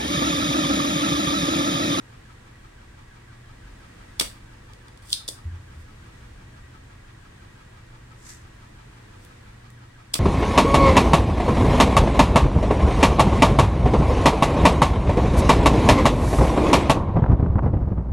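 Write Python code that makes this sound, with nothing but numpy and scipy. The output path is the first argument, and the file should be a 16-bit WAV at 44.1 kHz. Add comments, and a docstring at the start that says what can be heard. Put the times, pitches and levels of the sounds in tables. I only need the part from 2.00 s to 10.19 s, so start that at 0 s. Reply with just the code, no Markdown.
"""A fan whirrs and hums in moving air, in a small hard room; its rub scrapes once a turn over mains hum.
Close to a two-port phone on the workbench, a spring-loaded desoldering pump fires, is cocked and fires again.
Each shot is a rush of friction noise, then hard clicks through metal and circuit-board resonances.
Flux hisses once as shaped noise; bumps of the bench are low decaying swings."""
import sys
import numpy as np
from scipy import signal
from scipy.fft import rfft, irfft, next_fast_len
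from scipy.io import wavfile
from scipy.ndimage import uniform_filter1d

SR = 44100
rng = np.random.default_rng(int(sys.argv[2]) if len(sys.argv) > 2 else 0)


def digitize_waveform(pressure):
    """Quantize a signal to 16-bit integers and store it at the path in sys.argv[1].

    Rows of a 2-D input are taken as channels; values are limited to [-1, 1].
    """
    field = np.atleast_2d(pressure).T
    bounded = np.clip(field, -1, 1)
    quanta = np.round(bounded * 32767).astype(np.int16)
    wavfile.write(sys.argv[1], SR, quanta)


N = 361238
TIME = np.arange(N) / SR  # s
BLOW_SIZE = 2 ** 15  # samples in one blow, swing or echo tail
BLOW_TIME = np.arange(BLOW_SIZE) / SR  # s

# Broad resonances of the pump barrel. Each row: centre in Hz, width in Hz, level in dB before the duller top.
BARREL_MODES = [(2170, 160, -12), (3460, 260, 4), (4740, 490, 0.5), (5600, 510, -6), (8400, 2100, -3),
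                (9150, 900, -10), (13000, 6100, -14.5)]


def undb(db):
    """Decibels to gain."""
    return 10 ** (np.asarray(db) / 20)


def unit(x):
    """Scale to rms 1."""
    return x / np.sqrt(np.mean(x ** 2))


def bins(size):
    """Frequencies of a spectrum in Hz, kept at 1 or above."""
    return np.maximum(np.fft.rfftfreq(size, 1 / SR), 1)


def shape(points, hz):
    """Gain of a (Hz, dB) curve, drawn straight over log frequency."""
    f, db = np.transpose(points)
    return undb(np.interp(np.log(hz), np.log(f), db))


def resonance(hz, centre, width):
    """Complex response of one resonance, 1 at its centre."""
    return 1 / (1 + 1j * (hz ** 2 - centre ** 2) / (hz * width))


def causal(gain):
    """The minimum-phase response with this gain: nothing sounds before the blow."""
    cepstrum = irfft(np.log(gain + 1e-9))
    half = len(cepstrum) // 2
    return np.exp(rfft(np.r_[cepstrum[0], 2 * cepstrum[1:half], np.zeros(half)]))


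def noise(gain_at):
    """Two unrelated noises with the given colour, scaled together to rms 1."""
    size = next_fast_len(N, real=True)
    spectrum = rfft(rng.standard_normal((2, size))) * gain_at(bins(size))
    return unit(irfft(spectrum, size)[:, :N])


def walk(rate):
    """Slow chance with a spread near 1, drawn anew `rate` times a second and smoothed."""
    k = int(SR / rate)
    steps = np.repeat(rng.standard_normal(N // k + 1), k)
    return 1.3 * uniform_filter1d(steps, k)[:N]


def add(out, start, sound):
    """Mix a sound in at a time in seconds."""
    i = int(start * SR)
    out[:, i:i + sound.shape[-1]] += sound[..., :max(N - i, 0)]


def air(level_db=-48.5, swell_db=0.78, lag=.00075, aimed=0.31):
    """Moving air: bass alike in both ports, higher bands wider; a draught from the left reaches the right late."""
    # Colour of the air. Each row: frequency in Hz, relative level in dB per Hz.
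    air_colour = [(12, -31), (22, 1), (65, -5.5), (100, -1.5), (150, -10), (220, -12), (340, -17.5),
                  (600, -27.5), (1030, -23), (1650, -23), (2600, -29), (5500, -37), (8700, -37.5),
                  (11000, -47.5), (16000, -52.5)]
    # Stereo width of the air before the draught. Each row: frequency in Hz, side minus mid in dB.
    air_width = [(30, -37), (120, -24), (290, -8.5), (480, 3), (680, 7.5), (1000, -3.5), (1400, -4.5),
                 (2100, 1), (3000, 0), (15000, 0.5)]
    mid = noise(lambda hz: shape(air_colour, hz))
    side = irfft(rfft(mid[1]) * shape(air_width, bins(N)), N)
    draught = noise(lambda hz: shape(air_colour, hz))[0]
    draught = signal.sosfilt(signal.butter(2, 220, "high", fs=SR, output="sos"), draught)
    late = np.roll(draught, int(lag * SR))
    ports = mid[0] + np.array([side, -side]) + aimed * np.array([draught, late])
    return ports * undb(level_db + swell_db * walk(3.03))


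def hum(waver_db=2, drift=0.56):
    """Lines of mains and motor: sines that waver a little in level and phase (drift in radians)."""
    # Mains and motor lines. Each row: frequency in Hz, rms level in dB about which it wavers.
    hum_lines = [(46.7, -61.5), (91, -62), (118.6, -54), (328, -70.5), (490, -76.5), (981, -75),
                 (1125, -74), (1577, -77), (1658, -73.5), (1922, -79)]
    out = 0
    for hz, db in hum_lines:
        level = np.sqrt(2) * undb(db + waver_db * walk(4.7))
        out = out + level * np.sin(2 * np.pi * hz * TIME + drift * walk(4))
    return out


def blades(rate_hz=69.9, first_db=-64, db_per_octave=-4, waver_db=2.3, wide_hz=420, count=17):
    """The passing blades hum in overtones; the higher ones reach the two ports out of step."""
    out = 0
    for k in range(1, count):
        hz = k * rate_hz
        apart = np.pi / 3 / (1 + (wide_hz / hz) ** 3) * rng.choice([-1, 1])
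        phase = 2 * np.pi * (hz * TIME + rng.random()) + .4 * walk(3)
        level = undb(first_db + db_per_octave * np.log2(k) + waver_db * walk(3))
        out = out + np.sin(phase + np.array([[apart], [-apart]])) * level
    return np.sqrt(2) * out


def fan(turns_per_s=5.85, uneven_db=0.5, wander=0.0117, blur_hz=120, overtone_db=-9, leak_db=-9):
    """Once a turn a dry rub gives one rising and one falling whirr and a scrape, coloured by the housing."""
    # Resonances of the fan housing. Each row: centre in Hz, width in Hz, level in dB.
    housing_modes = [(893, 180, 0.5), (1163, 93, 0.5), (1284, 100, 3), (1578, 84, -1), (1678, 106, -3),
                     (1932, 106, 0.5), (2326, 190, -1.5), (3200, 900, -11.5), (4470, 3000, -16)]
    # Whirrs of each turn. Each row: start in turns, length in turns, from Hz, to Hz, level in dB before the housing.
    whirr_sweeps = [(.55, .88, 1520, 1990, -63), (.25, .68, 1960, 1060, -59.5)]
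    scrape_place, scrape_spread, scrape_db = 0.8, .11, -56  # turns, turns, dB at its peak

    def housing(hz):
        power = sum((undb(db) * abs(resonance(hz, f, w)) ** 2) ** 2 for f, w, db in housing_modes)
        return np.sqrt(power)

    turn = turns_per_s * TIME + wander * walk(0.99)
    size, whirr = next_fast_len(N, real=True), 0
    for start, length, from_hz, to_hz, db in whirr_sweeps:
        along = np.minimum((turn - start) % 1 / length, 1)
        tone = np.exp(2j * np.pi * np.cumsum(from_hz + (to_hz - from_hz) * along) / SR)
        # low noise carried on the tone smears it into a band
        blur = signal.hilbert(noise(lambda hz: 1 / (1 + (hz / blur_hz) ** 4)), size)[:, :N]
        band = np.real(blur * (tone + undb(overtone_db) * tone ** 2))
        whirr = whirr + band * np.sqrt(abs(np.sin(np.pi * along))) * undb(db)
    whirr = irfft(rfft(whirr, size) * (housing(bins(size)) + undb(leak_db)), size)[:, :N]
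    away = (turn - scrape_place + .5) % 1 - .5
    scrape = noise(housing) * np.exp(-.5 * (away / scrape_spread) ** 2) * undb(scrape_db)
    return (whirr + scrape) * undb(uneven_db * walk(5))


def rumble(centre_hz=52, width_hz=70, rest_db=-66.5, move_db=-51.5):
    """Low noise of the bench top, faint at rest and stronger while the arms move back to the work."""
    start, end, fade = 3.24, 5.04, 0.33  # s
    moving = np.clip(np.minimum(TIME - start, end - TIME) / fade, 0, 1)
    stir = noise(lambda hz: abs(resonance(hz, centre_hz, width_hz)) ** 2)[0]
    return stir * (undb(rest_db) + moving * undb(move_db))


def bench(rise=.011, choke=.008):
    """Bumps reach the phone through the bench as a low swing; each new contact damps the one before."""
    # Soft bumps of hand and iron. Each row: start in seconds, level in dB before the envelope,
    # pitch in Hz, 60 dB decay in seconds.
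    bench_bumps = [(1.63, -36, 44, .5), (3.453, -17.5, 81, .22), (3.513, -25, 87, .4),
                   (3.757, -28, 78, .26)]
    out, t = np.zeros((2, N)), BLOW_TIME
    next_starts = [row[0] for row in bench_bumps[1:]] + [np.inf]
    for (s, db, hz, t60), following in zip(bench_bumps, next_starts):
        swing = (1 - np.exp(-t / rise)) * np.exp(-np.log(1000) * t / t60)
        swing *= np.clip((following - s - t) / choke, 0, 1)
        add(out, s, -np.sin(2 * np.pi * hz * t) * swing * undb(db))
    return out


def room(x, level_db=-6, t60=0.26, first_echo=0.0029, build=0.0041, split_hz=9500):
    """Dense echoes of near walls: decaying noise, its treble a little stronger, dying at one rate."""
    echoes = rng.standard_normal((2, BLOW_SIZE))
    low = irfft(rfft(echoes) / (1 + (bins(BLOW_SIZE) / split_hz) ** 4))
    tail = (low + 1.18 * (echoes - low)) * np.exp(-np.log(1000) * BLOW_TIME / t60)
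    tail *= np.clip((BLOW_TIME - first_echo) / build, 0, 1)
    tail /= np.linalg.norm(tail, axis=1, keepdims=True)
    return x + undb(level_db) * signal.fftconvolve(x, tail, axes=1)[:, :N]


def flux(peak_s=6.303, peak_db=-43, rise_db_per_s=180, fall_db_per_s=225, sputter_db=2.0):
    """Flux boils up on the hot iron and dies away: a short, slightly sputtering hiss."""
    # Colour of the hiss. Each row: frequency in Hz, relative level in dB per Hz.
    flux_colour = [(800, -34), (1800, -1), (3000, -17.5), (5000, -6.5), (6500, -4), (8000, -2.5),
                   (10000, -14), (13000, -20), (16000, -32)]
    since = TIME - peak_s
    db = peak_db - np.maximum(-since * rise_db_per_s, since * fall_db_per_s)
    return noise(lambda hz: shape(flux_colour, hz)) * undb(db + sputter_db * walk(200))


def contact(length, tilt_db, click=0.41, lag=0.000303):
    """Spectrum of a hard click and its dying clatter; the right port hears the click later."""
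    clatter = rng.standard_normal((2, BLOW_SIZE)) * np.exp(-BLOW_TIME / length)
    clatter /= np.linalg.norm(clatter, axis=1, keepdims=True)
    clatter[0, 0] += click
    clatter[1, int(lag * SR)] += click
    octaves = np.log2(np.clip(bins(BLOW_SIZE), 500, 12000) / 4000)
    return rfft(clatter) * causal(undb(tilt_db * octaves))  # tilt in dB per octave


def strike(spectrum, db):
    """A blow whose energy equals that of one millisecond at this level."""
    x = irfft(spectrum)
    return x / np.linalg.norm(x, axis=1, keepdims=True) * np.sqrt(SR / 1000) * undb(db)


def body(modes, hz, low_cut_hz, leak_db, edge_hz=10000, top_db=-5):
    """Gain of a small part: broad resonances, only a weak leak below them, a duller top."""
    peaks = sum(undb(db) ** 2 * abs(resonance(hz, f, w)) ** 2 for f, w, db in modes)
    leak = undb(leak_db) * abs(resonance(hz, 780, 1300))
    gain = np.sqrt(peaks / (1 + (low_cut_hz / hz) ** 8) + leak ** 2)
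    return gain * undb(top_db / (1 + (edge_hz / hz) ** 20))


def parts():
    """Responses of barrel, latch, ringing metal and circuit board."""
    # Broad resonances of plunger and latch. Each row: centre in Hz, width in Hz, level in dB before the duller top.
    latch_modes = [(3540, 250, 5.5), (4790, 420, 1.5), (5700, 650, -7.5), (7920, 640, -8), (9160, 580, -5),
                   (13000, 3900, -30)]
    # Ringing of barrel and spring. Each row: frequency in Hz, relative level in dB, 60 dB decay in seconds.
    ring_modes = [(3280, -1, .16), (3820, -9, 0.2), (3560, -13, 0.2), (3960, -8, .22), (4053, -8, .2),
                  (4583, -11, .18), (4770, -3, .27), (5044, -12, .35), (5563, -22, .17), (6400, -16, .2),
                  (7230, -7, .13), (8100, -14, .16), (8565, -4, .15), (9100, -11, .16), (8560, -3, 0.094),
                  (9598, -5, 0.082)]
    # Colour of the circuit board. 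Each row: frequency in Hz, gain in dB.
    board_colour = [(25, -42), (60, -20), (150, -5), (240, 4), (380, 2), (540, 7), (850, -5), (1100, 3),
                    (1700, -4), (2200, -2.5), (3200, -2.5), (8000, -19), (16000, -38)]
    hz = bins(BLOW_SIZE)
    barrel = causal(body(BARREL_MODES, hz, low_cut_hz=2100, leak_db=-24.5))
    latch = causal(body(latch_modes, hz, low_cut_hz=2930, leak_db=-35))
    ring = sum(undb(db) * resonance(hz, f, np.log(1000) / np.pi / t60) for f, db, t60 in ring_modes)
    return barrel, latch, ring, causal(shape(board_colour, hz))


def friction(grain_db=2.5):
    """Grainy friction in the barrel: resonant noise with a quickly wavering level."""
    def colour(hz):
        return body(BARREL_MODES, hz, low_cut_hz=2400, leak_db=-25.5) * np.sqrt(hz)

    return noise(colour) * undb(grain_db * walk(300))


def swell(end, length, db):
    """A slide gathers speed: its level climbs 20 dB, then it stops."""
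    return undb(db - 20 * abs(end - TIME) / length) * (TIME > end - length) * (TIME < end)


def handling(barrel, ring, rub, ring_db=-16):
    """Light metal ticks and soft brushes sound now and then as pump and iron are moved about on the board."""
    # Brushes along fingers and board. Each row: end in seconds, time to swell by 20 dB in seconds,
    # level at the end in dB.
    hand_brushes = [(3.83, .3, -63), (7.25, .08, -55.5)]
    # Light ticks. Each row: start in seconds, level in dB, brightness in dB per octave.
    hand_ticks = [(2.735, -41.5, -2), (2.883, -43.5, -4), (2.975, -45, -3), (3.103, -32, 2), (7.25, -44, 7),
                  (7.703, -47, 9)]
    out = rub * sum(swell(*brush) for brush in hand_brushes)
    metal = barrel + undb(ring_db) * ring
    for s, db, tilt_db in hand_ticks:
        add(out, s, strike(contact(length=.0013, tilt_db=tilt_db, click=0.56) * metal, db))
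    return out


def cocking(latch, ring, board, rub, stop_ring_db=1, catch_ring_db=-11):
    """The plunger scrapes down, grinds into its stop and bounces, then slips back into the latch with a thud."""
    stop_s, stop_db, push_s, push_db = 3.1295, -7.5, 0.11, -44
    bounce_s, bounce_db = 0.0094, -15  # after the stop, level against it
    slip_s, slip_db, catch_s, catch_db = 3.2793, -19.5, 3.287, -18.5
    thud_db = -11  # in the hand, against the catch
    slides = swell(stop_s, push_s, push_db) + swell(stop_s, length=0.016, db=-35)
    out = rub * (slides + swell(slip_s, length=.003, db=-36))
    stop, catch = latch + undb(stop_ring_db) * ring, latch + undb(catch_ring_db) * ring
    hand = board * resonance(bins(BLOW_SIZE), centre=360, width=280)
    add(out, stop_s, strike(contact(length=0.0019, tilt_db=-1.8, click=0.65) * stop, stop_db))
    bounce = contact(length=0.0026, tilt_db=1.0, click=.9) * stop
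    add(out, stop_s + bounce_s, strike(bounce, stop_db + bounce_db))
    add(out, slip_s, strike(contact(length=0.0097, tilt_db=3.0, click=.3) * catch, slip_db))
    add(out, catch_s, strike(contact(length=0.0032, tilt_db=7, click=0.68) * catch, catch_db))
    thud = contact(length=0.00074, tilt_db=-2, click=1.3, lag=0.0004) * hand
    add(out, catch_s, strike(thud, catch_db + thud_db))
    return out


def firing(barrel, ring, board, rub, ring_db=-13):
    """The piston rushes up, cracks into the barrel and rebounds; the recoil knocks the nozzle on the board twice."""
    # Shots of the pump. Each row: crack time in seconds, crack level in dB, level in dB of the jolt through
    # the nozzle, delay of the recoil in seconds, recoil knock level in dB.
    pump_shots = [(2.1979, -8.5, -30, .0117, -15), (8.1404, -10.5, -23, .0131, -21)]
    rush_s, rush_db = 0.0056, -10  # time to swell by 20 dB; end level against the crack
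    rebound_s, rebound_db = .0018, -4  # from the end of the barrel, level against the crack
    rattle_db, settle_s, settle_db = -.5, .0035, -3  # levels against the knock
    out, metal = np.zeros((2, N)), barrel + undb(ring_db) * ring
    for s, db, jolt_db, delay, knock_db in pump_shots:
        out += rub * swell(s, rush_s, db + rush_db)
        add(out, s, strike(contact(length=0.0025, tilt_db=-2.5, click=0.68) * metal, db))
        add(out, s, strike(contact(length=0.0018, tilt_db=4) * board, jolt_db))
        rebound = contact(length=0.0019, tilt_db=3.0, click=0.51) * metal
        add(out, s + rebound_s, strike(rebound, db + rebound_db))
        knock = contact(length=0.0036, tilt_db=0.7, click=0.72, lag=0.00051) * board
        add(out, s + delay, strike(knock, knock_db))
        rattle = contact(length=0.01, tilt_db=6.0, click=0.42) * metal
        add(out, s + delay, strike(rattle, knock_db + rattle_db))
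        settle = contact(length=0.0074, tilt_db=2.5, click=0.53, lag=0.00058) * board
        add(out, s + delay + settle_s, strike(settle, knock_db + settle_db))
    return out


def scene():
    """Pump, flux and fan rub sound in their room, over bench, hum, blades and air."""
    barrel, latch, ring, board = parts()
    rub = friction()
    pump = firing(barrel, ring, board, rub) + cocking(latch, ring, board, rub) + handling(barrel, ring, rub)
    return room(pump + flux() + fan()) + bench() + rumble() + hum() + blades() + air()


def record(dry, top_hz=15900):
    """The phone stops at full scale and cuts the top with a steep low-pass."""
    low_pass = signal.ellip(10, .2, 70, top_hz, fs=SR, output="sos")
    return signal.sosfilt(low_pass, np.clip(dry, -1, 1))


dry = scene()
out = record(dry)
digitize_waveform(out)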